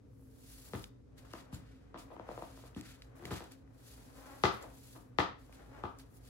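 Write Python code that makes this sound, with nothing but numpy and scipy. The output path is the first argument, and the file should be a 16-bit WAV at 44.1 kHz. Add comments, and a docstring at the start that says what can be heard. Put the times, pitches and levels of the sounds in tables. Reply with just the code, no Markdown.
"""A low ventilation hum, noise in bands, lies under a small furnished room; leather and cloth rub from the start.
Heavy platform boots are shifted and set down from 0.7 s: ringing sole and board modes, with ticks of filtered noise.
From 1.3 s the hollow soles tap and metal studs chink; more scuffs and set-downs cluster around 3.3 s.
From 4.2 s stick-slip pulses creak ahead of stamps near 4.4, 5.2 and 5.8 s, which thud into the wooden floor.
Blows, ticks and creaks also feed a short noise tail of the room."""
import sys
import numpy as np
from scipy import signal
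from scipy.fft import rfft, irfft, next_fast_len
from scipy.io import wavfile

SR = 44100
rng = np.random.default_rng(int(sys.argv[2]) if len(sys.argv) > 2 else 0)


def generate_wav(sig):
    """Save sig (samples, or channels by samples) to the path in sys.argv[1] as 16-bit PCM at SR."""
    pcm = np.round(np.clip(np.atleast_2d(sig).T, -1, 1) * 32767).astype(np.int16)
    wavfile.write(sys.argv[1], SR, pcm)


N = 277389  # length [samples]


def amp(db):
    """Turns dB into linear gain."""
    return 10 ** (np.asarray(db) / 20)


def rms_one(x):
    """Scales a signal to an RMS of 1."""
    return x / np.sqrt(np.mean(x ** 2) + 1e-20)


def at_hz(points, hz):
    """Reads a table on a log-frequency axis."""
    table_hz, values = np.array(points).T
    return np.interp(np.log(hz), np.log(table_hz), values)


def band(x, low_hz, high_hz):
    """Band-passes a signal."""
    sos = signal.butter(2, [low_hz, min(high_hz, .45 * SR)], "band", fs=SR, output="sos")
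    return signal.sosfilt(sos, x + 1e-18)


def drift(rate_hz):
    """Slow random wander of RMS 1: noise through a two-pole low-pass, made at every 40th sample."""
    r = np.exp(-80 * np.pi * rate_hz / SR)
    slow = signal.lfilter([1], [1, -2 * r, r * r], rng.standard_normal(N // 40 + 2002))[2000:]
    return np.interp(np.arange(N) / 40, np.arange(len(slow)), rms_one(slow))


def fine(coarse):
    """Fills in a control given at every 32nd sample."""
    return np.interp(np.arange(N) / 32, np.arange(len(coarse)), coarse)


RISE_DB = 39  # climb of every gesture over its rise time


def swell(full_s, rise_s, hold_s, db, fade_db_per_s):
    """Gain of one gesture at every 32nd sample: rises, holds, fades, all straight in dB."""
    t = np.arange(0, N + 32, 32) / SR - full_s
    rise_db = RISE_DB * np.minimum(t, 0) / rise_s
    fade_db = fade_db_per_s * np.maximum(t - hold_s, 0)
    return amp(db + rise_db - fade_db)


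def bands(size, likeness, low_hz, high_hz):
    """Yields third-octave bands of stereo noise with their centres, as alike left and right as the table says."""
    edges = 25 * 2 ** np.arange(0, 9.5, 1 / 3)
    white = rng.standard_normal((2, 2, size + 4000))
    for k, (low, high) in enumerate(zip(edges, edges[1:])):
        hz = np.sqrt(low * high)
        if low_hz < hz < high_hz:
            mid, side = band(white[k % 2], low, high)[:, -size:]   # the filter is run in
            c = np.clip(at_hz(likeness, hz), 0, 1)
            yield hz, np.sqrt(1 + c) * mid + np.sqrt(1 - c) * side * [[1], [-1]]


# stereo image of diffuse sound: (frequency [Hz], left-right likeness [0..1])
DIFFUSE_LIKENESS = [(50, 0.93), (130, 0.77), (300, 0.055), (700, 0.019), (3000, 0.018), (8000, 0.11)]
# spectrum of the ventilation: (frequency [Hz], relative level per Hz [dB])
HUM_SPECTRUM = [(12, -61), (20, -11), (43, -15), (67, -2), (85, -7), (127, 0), (153, -12.5), (228, -10.5),
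                (268, -7.5), (360, -19), (446, -10.5), (538, -60), (632, -43), (5380, -45), (12000, -55),
                (15600, -72), (22000, -120)]
HUM_LEVEL_DB = -60.5
# narrow bands in the hum: (centre [Hz], width [Hz], level [dB])
HUM_DRONES = [(54, 11.8, -61.5), (118, 15, -64), (267, 22.7, -65)]


def hum():
    """Broad room tone with three wavering narrow bands of noise."""
    broad = sum(b * amp(at_hz(HUM_SPECTRUM, hz)) for hz, b in bands(N, DIFFUSE_LIKENESS, 0, 12500))
    out = amp(HUM_LEVEL_DB) * rms_one(broad)
    for hz, width, db in HUM_DRONES:
        mid, side = band(rng.standard_normal((2, N)), hz - width / 2, hz + width / 2)
        out = out + amp(db) * rms_one(mid + 0.23 * side * [[1], [-1]])
    return out


def rubbing(motion, tilt_db, spectrum, likeness, patchy_db, grain_db):
    """Friction noise in patches, studded with small random slips; tilt in dB per octave around 6 kHz."""
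    together = drift(34.0)
    slip_now = rng.random(N) < 250.0 / SR   # about 250 slips a second
    slips = slip_now * amp(grain_db * np.minimum(rng.exponential(1, N), 3))
    grain = 1 + signal.lfilter([.15], [1, -amp(-60 / (0.007 * SR))], slips)
    noise = 0
    for hz, b in bands(N, likeness, spectrum[0][0], spectrum[-1][0] + 2000):
        patches_db = patchy_db * (together + 0.32 * drift(29.0))
        noise = noise + b * amp(at_hz(spectrum, hz) + tilt_db * np.log2(hz / 6000) + patches_db)
    return motion * rms_one(grain * noise)


# spectrum of rubbed leather: (frequency [Hz], relative level per Hz [dB])
LEATHER_SPECTRUM = [(180, -83), (300, -8), (427, -9), (560, -6.5), (929, -12), (1130, -12.5), (1970, -19),
                    (5000, -43), (6500, -27.5), (11000, -120)]
# movement of the leather: (time [s], level [dB])
LEATHER_MOVES = [(0.0, -79.5), (0.75, -67), (1.05, -80.5), (1.251, -65), (1.6, -64), (1.75, -73.5),
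                 (2.01, -67), (2.31, -55.5), (2.57, -65.5), (3.1, -68.5), (3.27, -54.5), (3.6, -71.5),
                 (4.0, -67), (4.33, -58.5), (4.45, -65), (4.62, -54), (4.8, -71), (5.45, -69.5),
                 (5.62, -60), (5.67, -66.5), (5.79, -54.5), (5.95, -68.5), (6.29, -69.5)]


def leather():
    """Leather rubs as it moves: grainy friction noise under a drawn level curve."""
    motion = amp(np.interp(np.arange(N) / SR, *np.transpose(LEATHER_MOVES)))
    return rubbing(motion, 0, LEATHER_SPECTRUM, DIFFUSE_LIKENESS, patchy_db=1.0, grain_db=6.5)


# rustles, levels before the cloth trim:
# (time of full level [s], rise [s], hold [s], level [dB], fade [dB/s], brightness [dB/octave])
CLOTH_RUSTLES = [(0.21, 0.31, 0.069, -86, 89, 13), (0.495, 0.45, 0.34, -64.5, 320, 4),
                 (1.36, 0.22, 0.02, -63.5, 182, -2), (1.608, .03, 0.12, -77, 81, -4),
                 (2.13, 0.097, 0, -81, 130, 5), (2.324, 0.21, 0.34, -68.5, 192, 0.5),
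                 (2.775, 0.074, 0.022, -63.5, 347.5, -2), (2.857, 0.095, 0.044, -62.5, 149, -1.5),
                 (3.161, 0.025, 0.14, -75, 197, 4), (3.314, 0.023, 0.054, -57, 133, -1.5),
                 (3.878, 0.26, 0.0092, -62.5, 44, 2.5), (4.203, 0.41, 0.36, -68, 116.5, 2.5),
                 (4.842, 0.9, 0.12, -66.5, 151, 3.5), (5.394, 0.061, 0.49, -77, 99, 1),
                 (6.172, 0.21, 0, -71, 606, 7.5), (6.254, 0.18, .1, -68.5, 198, 2)]
# sudden flicks, before the same trim: (time of full level [s], level [dB])
CLOTH_FLICKS = [(1.181, -66), (1.253, -70), (1.534, -58.5), (1.988, -58.5), (3.025, -69.5), (3.258, -59),
                (3.516, -65.5), (4.441, -55.5), (4.62, -65.5), (5.194, -59.5), (5.535, -67.5),
                (5.996, -63.5)]
FLICK_RISE_S, FLICK_HOLD_S, FLICK_FADE_DB_PER_S = 0.031, 0.0027, 243


def cloth_motion():
    """Rustles and flicks add in power; brightness is the power-weighted mean, with flicks neutral."""
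    flicks = sum(swell(s, FLICK_RISE_S, FLICK_HOLD_S, db, FLICK_FADE_DB_PER_S) ** 2 for s, db in CLOTH_FLICKS)
    power = np.array([swell(*row[:-1]) ** 2 for row in CLOTH_RUSTLES])
    total = power.sum(axis=0) + flicks
    brightness = np.transpose(CLOTH_RUSTLES)[-1] @ power / (total + 1e-30)
    return fine(np.sqrt(total)), fine(brightness)


# spectrum of rubbed cloth before brightness: (frequency [Hz], relative level per Hz [dB])
CLOTH_SPECTRUM = [(1180, 1), (2000, -2.5), (4940, -1.5), (5390, -7), (6640, 0), (7640, -7.5), (10800, -11),
                  (12200, 1), (13300, -27), (14800, -3.5), (16000, -8)]
# stereo image of the cloth: (frequency [Hz], left-right likeness [0..1])
CLOTH_IMAGE = [(2000, 1), (5000, 0.025), (8000, 0.03), (13000, 0.8)]


def cloth():
    """Cloth rustles and flicks: friction noise that brightens and dulls with the gestures."""
    motion, brightness = cloth_motion()
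    return amp(5) * rubbing(motion, brightness, CLOTH_SPECTRUM, CLOTH_IMAGE, patchy_db=1.5, grain_db=-24.0)


def struck(t, modes, tilt_db, rise_cycles, damping):
    """Modes set going by one contact: a hard one favours the high modes, low ones take longer to swell."""
    hz, db, t60 = np.transpose(modes)[:, :, None]
    gain = amp(db + tilt_db * np.log2(hz / np.median(hz)) + rng.normal(0, 1.0, hz.shape))
    onset = (1 - np.exp(-t * hz / rise_cycles)) ** 2
    sign = (-1) ** np.arange(len(hz))[:, None]   # neighbours in opposite phase
    decay = amp(-60 * t / (damping * t60))
    return np.sum(gain * onset * sign * np.sin(2 * np.pi * hz * t) * decay, axis=0)


def coloured(x, peaks, ring_db):
    """Adds the broad rings of the struck body."""
    return x + sum(amp(db + ring_db) * band(x, hz - width / 2, hz + width / 2) for hz, width, db in peaks)


PAN_ABOVE_HZ, LEAD_S_PER_DB = 600, 1.2e-5


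def sideways(x, pan_db):
    """A blow off to one side: its highs are louder there and the sound arrives earlier; positive is left."""
    low = signal.lfilter(*signal.butter(1, PAN_ABOVE_HZ, fs=SR), x)
    left, right = low + (x - low) * amp([[pan_db / 2], [-pan_db / 2]])
    lead = round(LEAD_S_PER_DB * pan_db * SR)
    return np.array([np.roll(left, max(-lead, 0)), np.roll(right, max(lead, 0))])


# hollow platform sole, decay before the ring factor: (frequency [Hz], relative level [dB], t60 [s])
SOLE_MODES = [(470, -5, 0.013), (686, -2, 0.02), (975, 11.5, 0.0093), (1116, 18.5, 0.0033),
              (1586, 4.5, 0.0054), (1800, -3, 0.013)]
# floorboards and lowest room modes, decay before damping: (frequency [Hz], relative level [dB], t60 [s])
BOARD_MODES = [(62, -6.5, 0.48), (92, -1.5, 0.32), (112.3, 2, 0.18), (184.3, 1.5, 0.21), (270, 2, 0.07),
               (320, -7.5, 0.67), (406, -5, 0.015)]
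BOUNCE_S, BOUNCE_DB = 0.00233, -12   # the sole rocks and lands a second time
PUSH_SAG_S, PUSH_T60_S, PUSH_DB = 0.01064, 0.057, 1   # the weight bends the boards
CRACK_SWEEP_HZ, CRACK_FOLLOWS = 5570, 0.4   # the stronger the crack against the knock, the higher it starts


def add_blow(dry, send, s, knock_db, thud_db, crack_db, knock_tilt_db, thud_tilt_db, wet_db, pan_db,
             sole_ring, peaks, ring_db, push_hz):
    """Adds a blow, dry and to the room: sole knocks and cracks, boards thump under the weight and ring on."""
    t = np.arange(SR // 4) / SR
    late = np.maximum(t - .0012, 0)   # the hard sole lands just after the first touch

    # high bending waves arrive first, so the crack falls in pitch
    reach = CRACK_SWEEP_HZ * amp(CRACK_FOLLOWS * np.clip(crack_db - knock_db, -20, 0))
    settle = .0005 * (1 - np.exp(-late / .0005))
    snap = (1 - np.exp(-late / .0003)) * amp(-60 * late / .008)
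    crack = snap * np.sin(2 * np.pi * (1400 * late + reach * settle))

    knock = amp(knock_db + 4) * struck(late, SOLE_MODES, knock_tilt_db, rise_cycles=.45, damping=sole_ring)
    knock = knock + amp(BOUNCE_DB) * np.interp(t - BOUNCE_S, t, knock, left=0)

    thump = amp(thud_db + 10.0) * struck(late, BOARD_MODES, thud_tilt_db, rise_cycles=0.51, damping=0.21)
    # the bending boards give a wave that falls in pitch
    turns = push_hz * PUSH_SAG_S * np.log1p(late / PUSH_SAG_S)
    push_gain = amp(thud_db + PUSH_DB + 10 - 60 * late / PUSH_T60_S)
    push_onset = (1 - np.exp(-late * push_hz / .7)) ** 2
    thump = thump + push_gain * push_onset * np.sin(2 * np.pi * turns)
    ringing = amp(thud_db - 17.5) * struck(t, BOARD_MODES, thud_tilt_db, rise_cycles=0.29, damping=1.0)

    direct = sideways(knock + amp(crack_db + 10.0) * crack, pan_db) + thump + ringing
    to_room = knock + amp(crack_db + 16.5) * crack + amp(-6.5) * thump
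    here = slice(round(s * SR), round(s * SR) + len(t))
    dry[:, here] += coloured(direct, peaks, ring_db)
    send[here] += amp(wet_db) * coloured(to_room, peaks, ring_db)


# boots set down, scuffed or stamped, levels before the trims in the blow:
# (time [s], knock [dB], thud [dB], crack [dB], hardness [dB/octave], thud hardness [dB/octave],
#  pan to the left [dB], floor ring [dB], first pitch of the bending [Hz])
BOOT_FALLS = [(0.733, -42, -44, -46, -1, 0.5, 1.5, -11.5, 615),
              (0.742, -57, -45.5, -63, -7, -3.5, -21, -1, 284),
              (1.526, -56, -49, -65, -7, -6.5, 13, -23, 328), (2.762, -52, -44, -69, 2, 1.5, -8, -11, 379),
              (3.193, -63, -61, -67, -3, 7, -11, -12, 446), (3.222, -62, -53, -64, -10, 5, -5, -13, 443),
              (3.236, -72, -56, -60, -1, 0, 1, -13, 517), (3.251, -63, -51, -66, -11, 0, -7, -17, 445),
              (3.275, -54, -54.5, -72, 9, -4, -7, -25, 446), (3.306, -48, -48, -49.5, 9, 8, -4, -22, 466),
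              (3.313, -39.5, -42, -62, 2, -3.5, -1, -15, 482),
              (3.404, -51.5, -59, -53.5, -11, 11, -7, -24, 490),
              (4.436, -24.5, -32, -26.5, -2.5, 0.5, 5.5, -3, 601),
              (5.185, -22, -37, -28, 1.5, -0.5, 8.5, -11, 564),
              (5.836, -35.5, -48, -47, -2.5, -4.5, 4.5, -6, 496)]
# broad rings of the struck floor, before each fall's ring level: (centre [Hz], width [Hz], level [dB])
FLOOR_RINGS = [(371.5, 66, 6), (843, 86, -2), (1232, 274, 6.5), (2016, 150, 5)]
FALL_ROOM_DB, FALL_SOLE_RING = 1.14, 0.78   # room share; factor on the sole's decay times


def falls(dry, send):
    """Boots land on the boards, each blow coloured by the floor."""
    for s, knock, thud, crack, tilt, thud_tilt, pan, ring_db, push_hz in BOOT_FALLS:
        add_blow(dry, send, s, knock, thud, crack, tilt, thud_tilt, FALL_ROOM_DB, pan,
                 FALL_SOLE_RING, FLOOR_RINGS, ring_db, push_hz)


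# decay of the room: (frequency [Hz], t60 [s])
ROOM_DECAY = [(100, 0.36), (400, 0.33), (1300, 0.34), (4000, 0.33), (8000, 0.26), (15000, 0.05)]
# tone of the tail: (frequency [Hz], relative level [dB])
ROOM_TONE = [(100, 3.5), (400, 3), (1250, 0.5), (1600, 0.5), (2100, -6.5), (4500, -2), (7000, 2),
             (15000, -6.5)]


def room(x):
    """A diffuse tail that swells in a few ms and dies band by band, with one strong wall echo."""
    t = np.arange(SR // 2) / SR
    tail = sum(b * amp(at_hz(ROOM_TONE, hz) - 60 * t / at_hz(ROOM_DECAY, hz))
               for hz, b in bands(len(t), DIFFUSE_LIKENESS, 0, SR))
    tail = tail * (1 - np.exp(-t / 0.007))
    tail = tail / np.sqrt(np.sum(tail ** 2) / 2)
    tail[[0, 1], [round(.017 * SR), round(.0165 * SR)]] += .4   # the wall echo, left and right
    return signal.fftconvolve(x[None], tail, axes=1)[:, :N]


LEFT_LEAD_S = 0.00011   # the boots stand nearer the left port


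def place(x, pan_db):
    """Direct sound reaches the left port first; positive pan is louder on the left."""
    size = next_fast_len(N + 100)
    turn = np.exp(-2j * np.pi * np.arange(size // 2 + 1) / size * SR * LEFT_LEAD_S)
    left, right = x * np.ones((2, 1))
    right = irfft(rfft(right, size) * turn, size)[:N]
    return np.array([left, right]) * amp([[pan_db / 2], [-pan_db / 2]])


def clicks(times, db):
    """Single-sample clicks at the given times."""
    out = np.zeros(N)
    out[np.round(np.array(times) * SR).astype(int)] = amp(db)
    return out


def burst(x, t60):
    """Each click lets off a puff of dying white noise."""
    return signal.lfilter([1], [1, -amp(-60 / (t60 * SR))], x + 1e-18) * rng.standard_normal(N)


# dry ticks of laces and leather, levels before filtering and trim:
# (time [s], thin level [dB], body level [dB], body pitch [Hz])
LACE_TICKS = [(0.7582, -51, -75, 2500), (0.795, -56, -53, 2200), (0.841, -56, -40, 3260),
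              (1.314, -66, -64, 4800), (1.3345, -57, -46, 3780), (1.976, -74, -52, 2780),
              (2.7478, -68, -52.5, 2920), (2.811, -53.5, -49, 2700), (3.021, -73, -46, 3180),
              (3.2536, -50, -37.5, 2560), (3.31, -62, -40, 1710), (3.339, -70, -44, 2780),
              (3.38, -60, -44, 2000), (3.4407, -56, -47.5, 2700), (3.52, -53.5, -51, 1740),
              (3.676, -87, -58, 1270), (4.6263, -56, -69, 2500), (5.526, -61, -50, 1800),
              (5.987, -54.5, -74, 3000)]


def ticks():
    """Laces and leather tick: a thin puff of high noise plus a body of noise around its pitch."""
    s, db = np.transpose(LACE_TICKS)[:2]
    out = band(burst(clicks(s, db), .007), 4500, 16000)
    puffs = amp(-60 * np.arange(700) / (.013 * SR)) * rng.standard_normal((len(LACE_TICKS), 700))
    puffs[:, 0] = 3   # each starts with a snap
    for (s, _, body_db, hz), noise in zip(LACE_TICKS, puffs):
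        out[round(s * SR):][:700] += amp(body_db) * band(noise, hz / 1.5, hz * 1.5)
    return amp(9) * out


# hollow soles tapping each other or a finger, levels before the trims in the blow:
# (time [s], knock level [dB], hardness [dB/octave], room share [dB])
SOLE_TAPS = [(1.335, -44.5, 2.5, -1.5), (1.942, -47.5, 1.5, 2.5), (2.102, -61.5, -9, 10.5),
             (2.164, -53, -4, -15), (2.195, -48, -9.5, -7), (2.288, -46, -13, -3.5),
             (2.313, -50.5, -12, -10), (2.375, -47.5, -9.5, -2.5), (2.421, -44.5, -7.5, -4.5),
             (2.573, -59.5, -5, -3), (2.636, -59, -5, 1), (4.624, -70.5, -8, 21), (4.945, -74.5, 4, 24.5),
             (5.493, -66.5, -9, -14)]
# broad ring of the lifted, hollow boot: (centre [Hz], width [Hz], level [dB])
BOOT_RINGS = [(613, 246, -0.5)]
TAP_THUD_DB, TAP_CRACK_DB = -10, -8.5   # against the knock level in the table
TAP_THUD_TILT_DB, TAP_PAN_DB = 10, 2.5   # thud hardness per octave; pan to the left
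TAP_SOLE_RING, TAP_PUSH_HZ = 1.12, 465   # factor on the sole's decay times; first pitch of the bending


def taps(dry, send):
    """Hollow soles tap: the same blow as a fall, coloured by the lifted boot."""
    for s, db, tilt, wet in SOLE_TAPS:
        add_blow(dry, send, s, db, db + TAP_THUD_DB, db + TAP_CRACK_DB, tilt, TAP_THUD_TILT_DB, wet, TAP_PAN_DB,
                 TAP_SOLE_RING, BOOT_RINGS, 0, TAP_PUSH_HZ)


def ring(x, hz, t60):
    """A unit click sets a sine of height 1 ringing."""
    r, w = amp(-60 / (t60 * SR)), 2 * np.pi * hz / SR
    return signal.lfilter([0, np.sin(w)], [1, -2 * r * np.cos(w), r * r], x + 1e-18)


# metal studs touching, levels before the modes: (time [s], level [dB])
STUD_CLINKS = [(1.5444, -51.5), (4.625, -60)]
# modes of a stud: (frequency [Hz], relative level [dB], t60 [s])
STUD_MODES = [(4270, -3, .02), (7240, -6, 0.055), (11370, -4, 0.027)]


def studs():
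    """Metal studs touch: short puffs of noise set their few modes ringing."""
    s, db = np.transpose(STUD_CLINKS)
    return sum(ring(burst(clicks(s, db + level_db - 0.5), 0.003), hz, t60) for hz, level_db, t60 in STUD_MODES)


# the sole creaks as it drags on the boards:
# (time of full level [s], hold [s], level [dB], mean slip rate before waver [Hz])
SOLE_CREAKS = [(4.178, 0.013, -65, 254.8), (4.262, 0.068, -58.5, 283.4), (5.605, 0.015, -69.5, 262),
               (5.75, 0.022, -61.5, 279.7)]
CREAK_RISE_S, CREAK_FADE_DB_PER_S, CREAK_WAVER, CREAK_TOP_HZ = 0.16, 203, .035, 1430


def creaks():
    """Stick and slip: uneven pulses at a wavering rate, dull on top."""
    waver = 1 + CREAK_WAVER * drift(25.0)
    sizes = -amp(3.1 * rng.standard_normal(N))
    out = 0
    for s, hold_s, db, hz in SOLE_CREAKS:
        slips = np.diff(np.floor(np.cumsum(hz * waver / SR)), prepend=0) * sizes
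        gain = fine(swell(s, CREAK_RISE_S, hold_s, db, CREAK_FADE_DB_PER_S))
        out = out + gain * rms_one(band(slips, 190.0, CREAK_TOP_HZ))
    return out


def scene():
    """Boots and small parts, dry and in the room, over rustle and hum."""
    air, hide, fabric = hum(), leather(), cloth()
    blows, blow_send = np.zeros((2, N + SR // 4)), np.zeros(N + SR // 4)   # space for the last blow
    falls(blows, blow_send)
    tick = ticks()
    taps(blows, blow_send)
    stud, creak = studs(), creaks()
    send = blow_send[:N] + amp(-13) * tick + creak
    wet = amp(-3.5) * room(send) * amp([[1.2], [-1.2]])
    near = amp(1.0) * place(blows[:, :N], pan_db=2.5) + place(tick + stud + fabric, pan_db=1.0)
    return near + place(hide + creak, pan_db=3.5) + wet + air


CUTOFF_HZ = 16350


def record(dry):
    """The microphone drops the deepest bass; the top is cut steeply."""
    dry = signal.sosfilt(signal.butter(2, 46, "high", fs=SR, output="sos"), dry)
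    return signal.sosfilt(signal.cheby2(16, 60, CUTOFF_HZ, fs=SR, output="sos"), dry)


dry = scene()
out = record(dry)
generate_wav(out)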